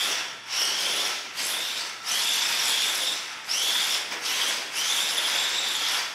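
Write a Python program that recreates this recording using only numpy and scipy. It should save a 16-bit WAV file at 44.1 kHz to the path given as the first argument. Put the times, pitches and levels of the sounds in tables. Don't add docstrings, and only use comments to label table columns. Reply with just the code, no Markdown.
import sys
import numpy as np
from scipy import signal
from scipy.fft import rfft, irfft, next_fast_len
from scipy.io import wavfile
from scipy.ndimage import uniform_filter1d, map_coordinates

SR = 44100
rng = np.random.default_rng(int(sys.argv[2]) if len(sys.argv) > 2 else 0)


def wrap_up_sound(samples):
    columns = np.atleast_2d(samples).T
    tamed = np.clip(columns, -1, 1)
    steps = np.round(tamed * 32767).astype(np.int16)
    wavfile.write(sys.argv[1], SR, steps)


def gain_from_db(level_db):
    decades = np.asarray(level_db, float) / 20
    return 10 ** decades


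N = 270818
TICKS = np.arange(0, N / SR, .002)

# f/Hz, density/dB
AIR_SPECTRUM = [(20, -32), (42, -22), (60, -9), (100, -12), (200, -1), (500, -6.5), (1500, -19),
                (5000, -21), (10000, -35), (16000, -60)]
# f/Hz, t60/s
ROOM_DECAY = [(200, 1), (2000, 1), (5000, 0.89), (12000, 0.67), (16000, 0.34)]
# f/Hz, density/dB
RUMBLE_SPECTRUM = [(60, -56), (150, -16), (300, -4), (500, -1), (750, -2.5), (1200, -24)]
# t/s, level/dB, half length/s
FLOOR_JOINTS = [(.12, 7, 0.13), (.47, -16, 0.09675), (.61, 4, .07), (1.02, 8, 0.33), (1.54, 4, .15),
                (3.03, 6, 0.0462), (2.07, -8, 0.055), (3.36, -12, .22), (3.68, 5, .12), (4.14, 12, 0.1138),
                (4.43, 5, 0.18), (4.63, 6, 0.092), (4.86, -3, 0.192), (5.3, 5, 0.3429), (5.97, 3.5, 0.0988)]
# f/Hz, density/dB
TYRE_SPECTRUM = [(250, -22), (600, -11.5), (950, -1.5), (1150, -4.5), (1600, -1), (2200, 0), (3000, -5.5),
                 (4500, -58)]
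# t/s, peak level/dB
BUMP_KNOCKS = [
    (0.436, -20),
    (0.6187, 4),
    (2.4193, -1),
    (2.8994, -37),
    (3.0191, -16),
    (4.1118, -22),
    (4.1297, -23),
    (5.1765, -16),
    (5.5476, -7),
    (5.869, -20),
]
# f/Hz, width/Hz, level/dB
SHELL_MODES = [
    (970, 191.3, 1),
    (1330, 97, 8),
]
# t/s, level/dB, time to lose 12 dB/s
BODY_RINGS = [(.08, -38, .1), (.2, -44, .08), (.62, -40, .12), (1.09, -40.5, .3), (1.88, -39, .1),
              (2.07, -35, .07), (2.9, -45, .2), (3.36, -40, .25), (3.85, -46, .3), (4.26, -46, .3),
              (4.89, -40.5, .15), (5.32, -42, .1), (5.87, -34, .06), (5.94, -36, .07)]
# f/Hz, level/dB
CHASSIS_COLOUR = [(1500, 5), (2600, 0), (3500, -1.5), (4100, -5), (5400, 14), (6200, -5), (6800, -12),
                  (7500, -5.5), (8700, -11), (10200, -3.5), (12500, -21), (15700, -30)]
# f/Hz, density/dB
CLATTER_SPECTRUM = [(1200, -44), (2200, -11.5), (2800, -5), (3500, -5), (4100, -7.5), (5400, -4.5),
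                    (6200, -8.5), (6900, -15.5), (8000, -16), (11000, -32)]
# f/Hz, density/dB
HISS_SPECTRUM = [(5500, -12), (7500, -4), (8700, -5), (10200, -3.5), (11500, -5.5), (13000, -10.5),
                 (15000, -33), (16500, -33)]
# t/s, gear clatter level/dB, treble facing us level/dB, tyre scrub level/dB
DRIVING_LOAD = [(0, -32, -4.5, 1), (.12, -30, -10.5, 2.5), (.61, -31.5, -8, -0.5), (.79, -31, -9.5, -0.5),
                (.9, -31.5, -8, 1), (1.4, -29.5, -7.5, -1), (1.54, -35, -3.5, 0.5), (1.76, -35.5, -6.5, -2),
                (2.15, -30, -5.5, -0.5), (2.91, -30.5, -6.5, 1), (2.99, -33, -5, -1), (3.7, -31, -4.5, 0),
                (4.3, -29.5, -8, 0.5), (4.62, -30, -8, 0.5), (4.9, -31.5, -5, -1.5), (5.35, -31, -8.5, 1.5),
                (5.76, -34.5, -8, -2), (5.88, -30.5, -8.5, 1)]
# t/s, level/dB, half length/s
LOAD_JOLTS = [
    (.77, -2, .05),
    (1.81, 3.5, 0.034),
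    (1.86, 3, 0.029),
    (1.895, 4, .025),
    (3.21, -4, 0.12114),
    (3.96, 3, 0.0508),
    (4.5, 1, 0.0596),
    (5.06, -2, .04),
]
# t/s, highest treble level/dB, half length/s
TREBLE_DULLING = [
    (.77, -13, .1),
    (2.95, 4, .1),
    (4.14, -7, .07),
    (5.65, -8, .3),
    (6.02, -4, 0.21),
]
# t/s, level/dB, time to lose 12 dB/s, pitch f/Hz, glide/Hz per s
GEAR_SQUEALS = [(.1, -35, .11, 5700, 1000), (.63, -25.5, .11, 5550, 500), (.73, -31, .09, 5550, 0),
                (.88, -34, .1, 5300, 6000), (1.08, -38, .15, 5400, -1500), (1.41, -31, .05, 4780, 1800),
                (1.78, -37, .03, 5300, 0), (1.82, -36, .04, 4650, 0), (2.12, -32, .08, 5900, 3000),
                (2.44, -31, .06, 5650, -10000), (2.53, -31, .06, 4800, -4000),
                (2.61, -29.5, .09, 5600, 1500), (3.14, -36.5, .07, 5400, 500),
                (3.94, -33, .07, 5350, -9000), (4.28, -33, .05, 5400, 4000), (4.47, -35, .09, 5900, -6000),
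                (4.56, -39, .12, 4950, -1000), (4.78, -37, .08, 5650, 9000), (4.88, -33, .09, 6120, 0),
                (5.02, -37, .08, 5880, -3000), (5.1, -30, .025, 5230, 0), (5.45, -41, .1, 5320, 0),
                (5.89, -32, .08, 5350, 7000), (5.99, -33, .06, 4750, -3000)]
# power on t/s, power off t/s, coasting fade/dB per s,
# second overtone level/dB while labouring, the same at speed level/dB
TRIGGER_PULLS = [
    (-.5, .135, 110, -3, -4),
    (.46, 1.08, 91, -5, -5),
    (1.332, 1.785, 90, -6, -6),
    (2.02, 3.125, 57, 16, -2),
    (3.446, 3.95, 140, 6, -1),
    (4.188, 4.5, 86, -1, -8),
    (4.695, 5.97, 109, -5, -2),
]
# t/s, tooth rate at full spin f/Hz
TOOTH_RATE = [(0, 3504), (.57, 3500), (.7, 3290), (1.05, 3465), (1.45, 2940), (1.5, 3765), (2.55, 3620),
              (2.8, 3400), (2.99, 3772), (3.03, 3430), (3.09, 3664), (3.9, 3573), (4.5, 3401), (4.78, 3700),
              (5.16, 3660), (5.2, 3420), (5.58, 3790), (5.83, 3420)]
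# t/s, level under power/dB
WHINE_LEVEL = [(0, -23), (.13, -28.5), (.6, -28.5), (.7, -29.5), (1.05, -28), (1.48, -37.5), (1.53, -28),
               (1.77, -32), (2.27, -25.5), (2.6, -28.5), (2.74, -24.5), (3.12, -27.5), (3.62, -25.5),
               (3.93, -25.5), (4.36, -31), (4.9, -25), (5.46, -24.5), (5.95, -29)]
# t/s, level/dB, half length/s
TOOTH_SLIPS = [
    (1.45, -6, 0.051),
    (2.5, -6, .05),
    (2.96, -15, 0.057),
    (3.031, 4, 0.02592),
    (4.417, 8, 0.0408),
    (5.062, -7, .035),
    (5.152, -19, .03),
    (5.176, 11.5, 0.01515),
    (5.217, -5, 0.06),
    (5.514, -4, 0.055),
]
# multiple, level/dB
TOOTH_OVERTONES = [
    (1, -2.5),
    (2, -4.5),
    (3, -7),
    (4, 5),
]
# t/s, second overtone level/dB, half length/s
PINION_TURNS = [
    (1.02, 3, .1),
    (2.27, 2, .06),
    (2.82, 4, .1),
    (4.38, 8, .06),
    (4.9, 4, .08),
    (5.2, -5, .2),
    (5.76, 6, 0.13),
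    (5.95, -8, .1),
]


def unit(x):
    return x / np.sqrt(np.mean(x ** 2) + 1e-20)


def along(points, hz):
    f, v = np.transpose(points)
    return np.interp(np.log(hz + 1), np.log(f + 1), v)


def curves(rows):
    s, *cols = np.transpose(rows)
    return [np.interp(np.arange(N) / SR, s, c) for c in cols]


def wobble(rate):
    knots = rng.standard_normal(int(N * rate / SR) + 4)
    return map_coordinates(knots, [np.arange(N) * rate / SR])


def flutter(rate):
    knots = rng.standard_normal((int(N * rate / SR) + 4, 2)) @ [1, 1j]
    return np.interp(np.arange(N) * rate / SR, np.arange(len(knots)), knots)


def filtered(x, response):
    m = next_fast_len(N + SR // 2)
    return irfft(rfft(x, m) * response(np.fft.rfftfreq(m, 1 / SR)), m)[:N]


def rattle(spectrum, patchy_db, spiky_db):
    contacts = gain_from_db(spiky_db * np.pad(wobble(300), (0, 512)))
    z = signal.stft(rng.standard_normal(N + 512) * contacts, nperseg=512)[2]
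    patches = uniform_filter1d(rng.standard_normal(z.shape), size=8, axis=0)
    patches = uniform_filter1d(patches, size=10, axis=1)
    x = signal.istft(z * gain_from_db(patchy_db * unit(patches)), nperseg=512)[1][:N]
    return unit(filtered(x, lambda hz: gain_from_db(along(spectrum, hz))))


def fine(control):
    return np.interp(np.arange(N) / SR, TICKS, control)


def bumps(rows):
    return fine(sum(db * np.maximum(1 - np.abs(TICKS - s) / half, 0) for s, db, half in rows))


def peaks(rows):
    s, db, half = np.transpose(rows)[:3, :, None]
    return db - 12 * np.abs(TICKS - s) / np.abs(half)


def clock(lag_s=0):
    on, off = np.transpose(TRIGGER_PULLS)[:2, :, None]
    return TICKS - lag_s - on, np.maximum(TICKS - lag_s - off, 0)


def latest(rows):
    now = np.maximum((clock()[0] >= 0).sum(axis=0) - 1, 0)
    return fine(rows[now, np.arange(len(TICKS))])


def motion(lag_s=0):
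    start_db, start_s = 18.5, .07
    since, after = clock(lag_s)
    coasting_fade = np.transpose(TRIGGER_PULLS)[2, :, None]
    driven = start_db * np.minimum(since / start_s - 1, 0) - coasting_fade * after
    late = TICKS - 4.12
    shove = -4.5 + np.minimum(start_db * late / 0.022, -146 * late)
    return fine(np.maximum(driven.max(axis=0), shove))


def drive_level():
    backlash_db, backlash_s = 2.5, 0.071
    slack = latest(clock()[1]) / backlash_s
    slack_db = backlash_db * slack * np.exp(1 - slack)
    return curves(DRIVING_LOAD)[0] + motion() + slack_db + bumps(LOAD_JOLTS)


def house():
    t = np.arange(N) / SR
    hum = gain_from_db(-66.5 + 1.6 * wobble(9)) * np.sin(2 * np.pi * 119.5 * t + 0.42 * wobble(5.425))
    return hum + gain_from_db(-58.5) * rattle(AIR_SPECTRUM, patchy_db=1.2, spiky_db=0.0)


def room(x):
    hop = SR // 6
    spots = N // hop + 2
    hz, t, z = signal.stft(rng.standard_normal((spots, SR * 3 // 4)), SR, nperseg=256)
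    t60 = np.maximum(along(ROOM_DECAY, hz), .1)[:, None]
    tails = signal.istft(z * gain_from_db(-60 * t / t60), SR, nperseg=256)[1]
    tails = tails / np.linalg.norm(tails, axis=1, keepdims=True)
    padded = np.pad(x, (hop, 3 * hop))
    pieces = np.lib.stride_tricks.sliding_window_view(padded, 2 * hop)[::hop][:spots]
    wet = signal.fftconvolve(pieces * np.hanning(2 * hop), tails, axes=1)
    out = np.zeros(N + 2 * SR)
    for k, piece in enumerate(wet):
        out[k * hop:][:len(piece)] += piece
    return 0.84 * out[hop - 300:][:N]


def floor_rumble():
    level_db = -47.5 + bumps(FLOOR_JOINTS) + 0.56 * motion(lag_s=0.038) + 0.5 * wobble(7)
    return gain_from_db(level_db - 0.4) * rattle(RUMBLE_SPECTRUM, patchy_db=2.0, spiky_db=-1.5)


def tyres():
    load_db, _, scrub_db = curves(DRIVING_LOAD)
    level_db = -33.5 + scrub_db + 0.53096 * (drive_level() - load_db.mean())
    return gain_from_db(level_db + 1.2 * wobble(9.2)) * rattle(TYRE_SPECTRUM, patchy_db=0.5, spiky_db=1.5)


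def knocks():
    x, t = np.zeros(N + SR), np.arange(SR // 10) / SR
    for s, db in BUMP_KNOCKS:
        x[round(s * SR):][:len(t)] += gain_from_db(db - 18 - 60 * t / 0.027) * rng.standard_normal(len(t))
    return filtered(x[:N], lambda hz: gain_from_db(along(CHASSIS_COLOUR, hz)) * hz / (hz + 900))


def shell():
    def modes(f):
        return sum(gain_from_db(db) * 1j * f * w / (c * c - f * f + 1j * f * w) for c, w, db in SHELL_MODES)

    once = filtered(rng.standard_normal(N), modes)
    rest_db = -53
    strain_db = fine(np.maximum(peaks(BODY_RINGS).max(axis=0), rest_db))
    return gain_from_db(strain_db + 0.2 * motion() + 1.5 * wobble(30) - 1) * unit(filtered(once, modes))


def gears():
    facing_db = curves(DRIVING_LOAD)[1]
    since, after = map(latest, clock())
    hiss_db = facing_db - 0.5 * np.exp(-since / .1) - 9 * np.minimum(after / 0.065, 1)
    load = gain_from_db(drive_level() + 0.19 * wobble(14))
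    clatter = gain_from_db(1.5) * rattle(CLATTER_SPECTRUM, patchy_db=2.0, spiky_db=1.0)
    grit = rattle(HISS_SPECTRUM, patchy_db=3.2, spiky_db=2.6)
    top = filtered(grit, lambda hz: 1 / (1 + (15000 / (hz + 1)) ** 8))
    beam_db = 0.68 * (hiss_db - facing_db.mean()) + bumps(TREBLE_DULLING) + 2.5 * wobble(25)
    hiss = gain_from_db(hiss_db - 0.35 + 1.8 * wobble(12)) * (grit - top + gain_from_db(beam_db) * top)
    return load * (clatter + hiss)


def idler():
    levels = peaks(GEAR_SQUEALS)
    s, _, _, pitch, glide = np.transpose(GEAR_SQUEALS)[:, levels.argmax(axis=0)]
    hz = fine(np.clip(pitch + glide * (TICKS - s), 4500, 6300))
    db = fine(levels.max(axis=0)) + .5 * motion()
    blur = flutter(900) + .8 * flutter(300)
    tone = gain_from_db(3 * wobble(100)) * blur * np.exp(2j * np.pi * np.cumsum(hz) / SR)
    return gain_from_db(db) * unit(tone.real)


def pinion():
    pinion_teeth = 16
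    since, after = map(latest, clock())
    rate = curves(TOOTH_RATE)[0] * (1 - .5 * np.exp(-since / .1) - .18 * after)
    swell_db = -28 * np.exp(-(since / .075) ** 2)
    cut_db = -10 * np.minimum(after / 0.02, 1) - 45 * after
    whine_db = curves(WHINE_LEVEL)[0] + bumps(TOOTH_SLIPS) + swell_db + cut_db

    labouring, settled = np.transpose(TRIGGER_PULLS)[3:, :, None]
    settling = np.exp(-np.maximum(clock()[0], 0) / 0.084)
    second_db = latest(settled + (labouring - settled) * settling)
    second_db = second_db + bumps(PINION_TURNS) + 3 * wobble(40) - 1.5
    upper_db = curves(DRIVING_LOAD)[1] - 1 + 0.66 * bumps(TREBLE_DULLING)

    phase = 2 * np.pi * np.cumsum(rate * (1 + .012 * wobble(55))) / SR
    turn = np.exp(1j * phase / pinion_teeth)
    jolts = gain_from_db(1.6 * wobble(120))

    def overtone(k, db):
        strands = .3 + flutter(190 * k) + .7 * flutter(170 * k) / turn + .45 * flutter(170 * k) * turn
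        return gain_from_db(db) * unit((jolts * strands * np.exp(1j * k * phase)).real)

    first, second, *upper = [overtone(k, db) for k, db in TOOTH_OVERTONES]
    beamed = sum(unit(gain_from_db(3.5 * wobble(35))) * x for x in upper)
    tone = first + gain_from_db(second_db) * second + gain_from_db(upper_db) * beamed
    return filtered(gain_from_db(whine_db + 0.96) * tone, lambda hz: gain_from_db(along(CHASSIS_COLOUR, hz)))


def scene():
    truck = floor_rumble() + tyres() + knocks() + shell() + gears() + idler() + pinion()
    truck = filtered(truck, lambda hz: 1 / (1 + (130 / (hz + 1)) ** 4))
    mono = gain_from_db(-1.5) * truck + gain_from_db(-5.5) * room(truck) + house()
    return np.array([mono, mono])


def low_pass(x):
    return signal.sosfilt(signal.butter(12, 15690, fs=SR, output="sos"), x)


def record(dry):
    heard = filtered(dry[0], lambda hz: (hz < 15700) / (1 + (30 / (hz + 1)) ** 2))
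    return low_pass(np.array([heard, heard]))


dry = scene()
out = record(dry)
wrap_up_sound(out)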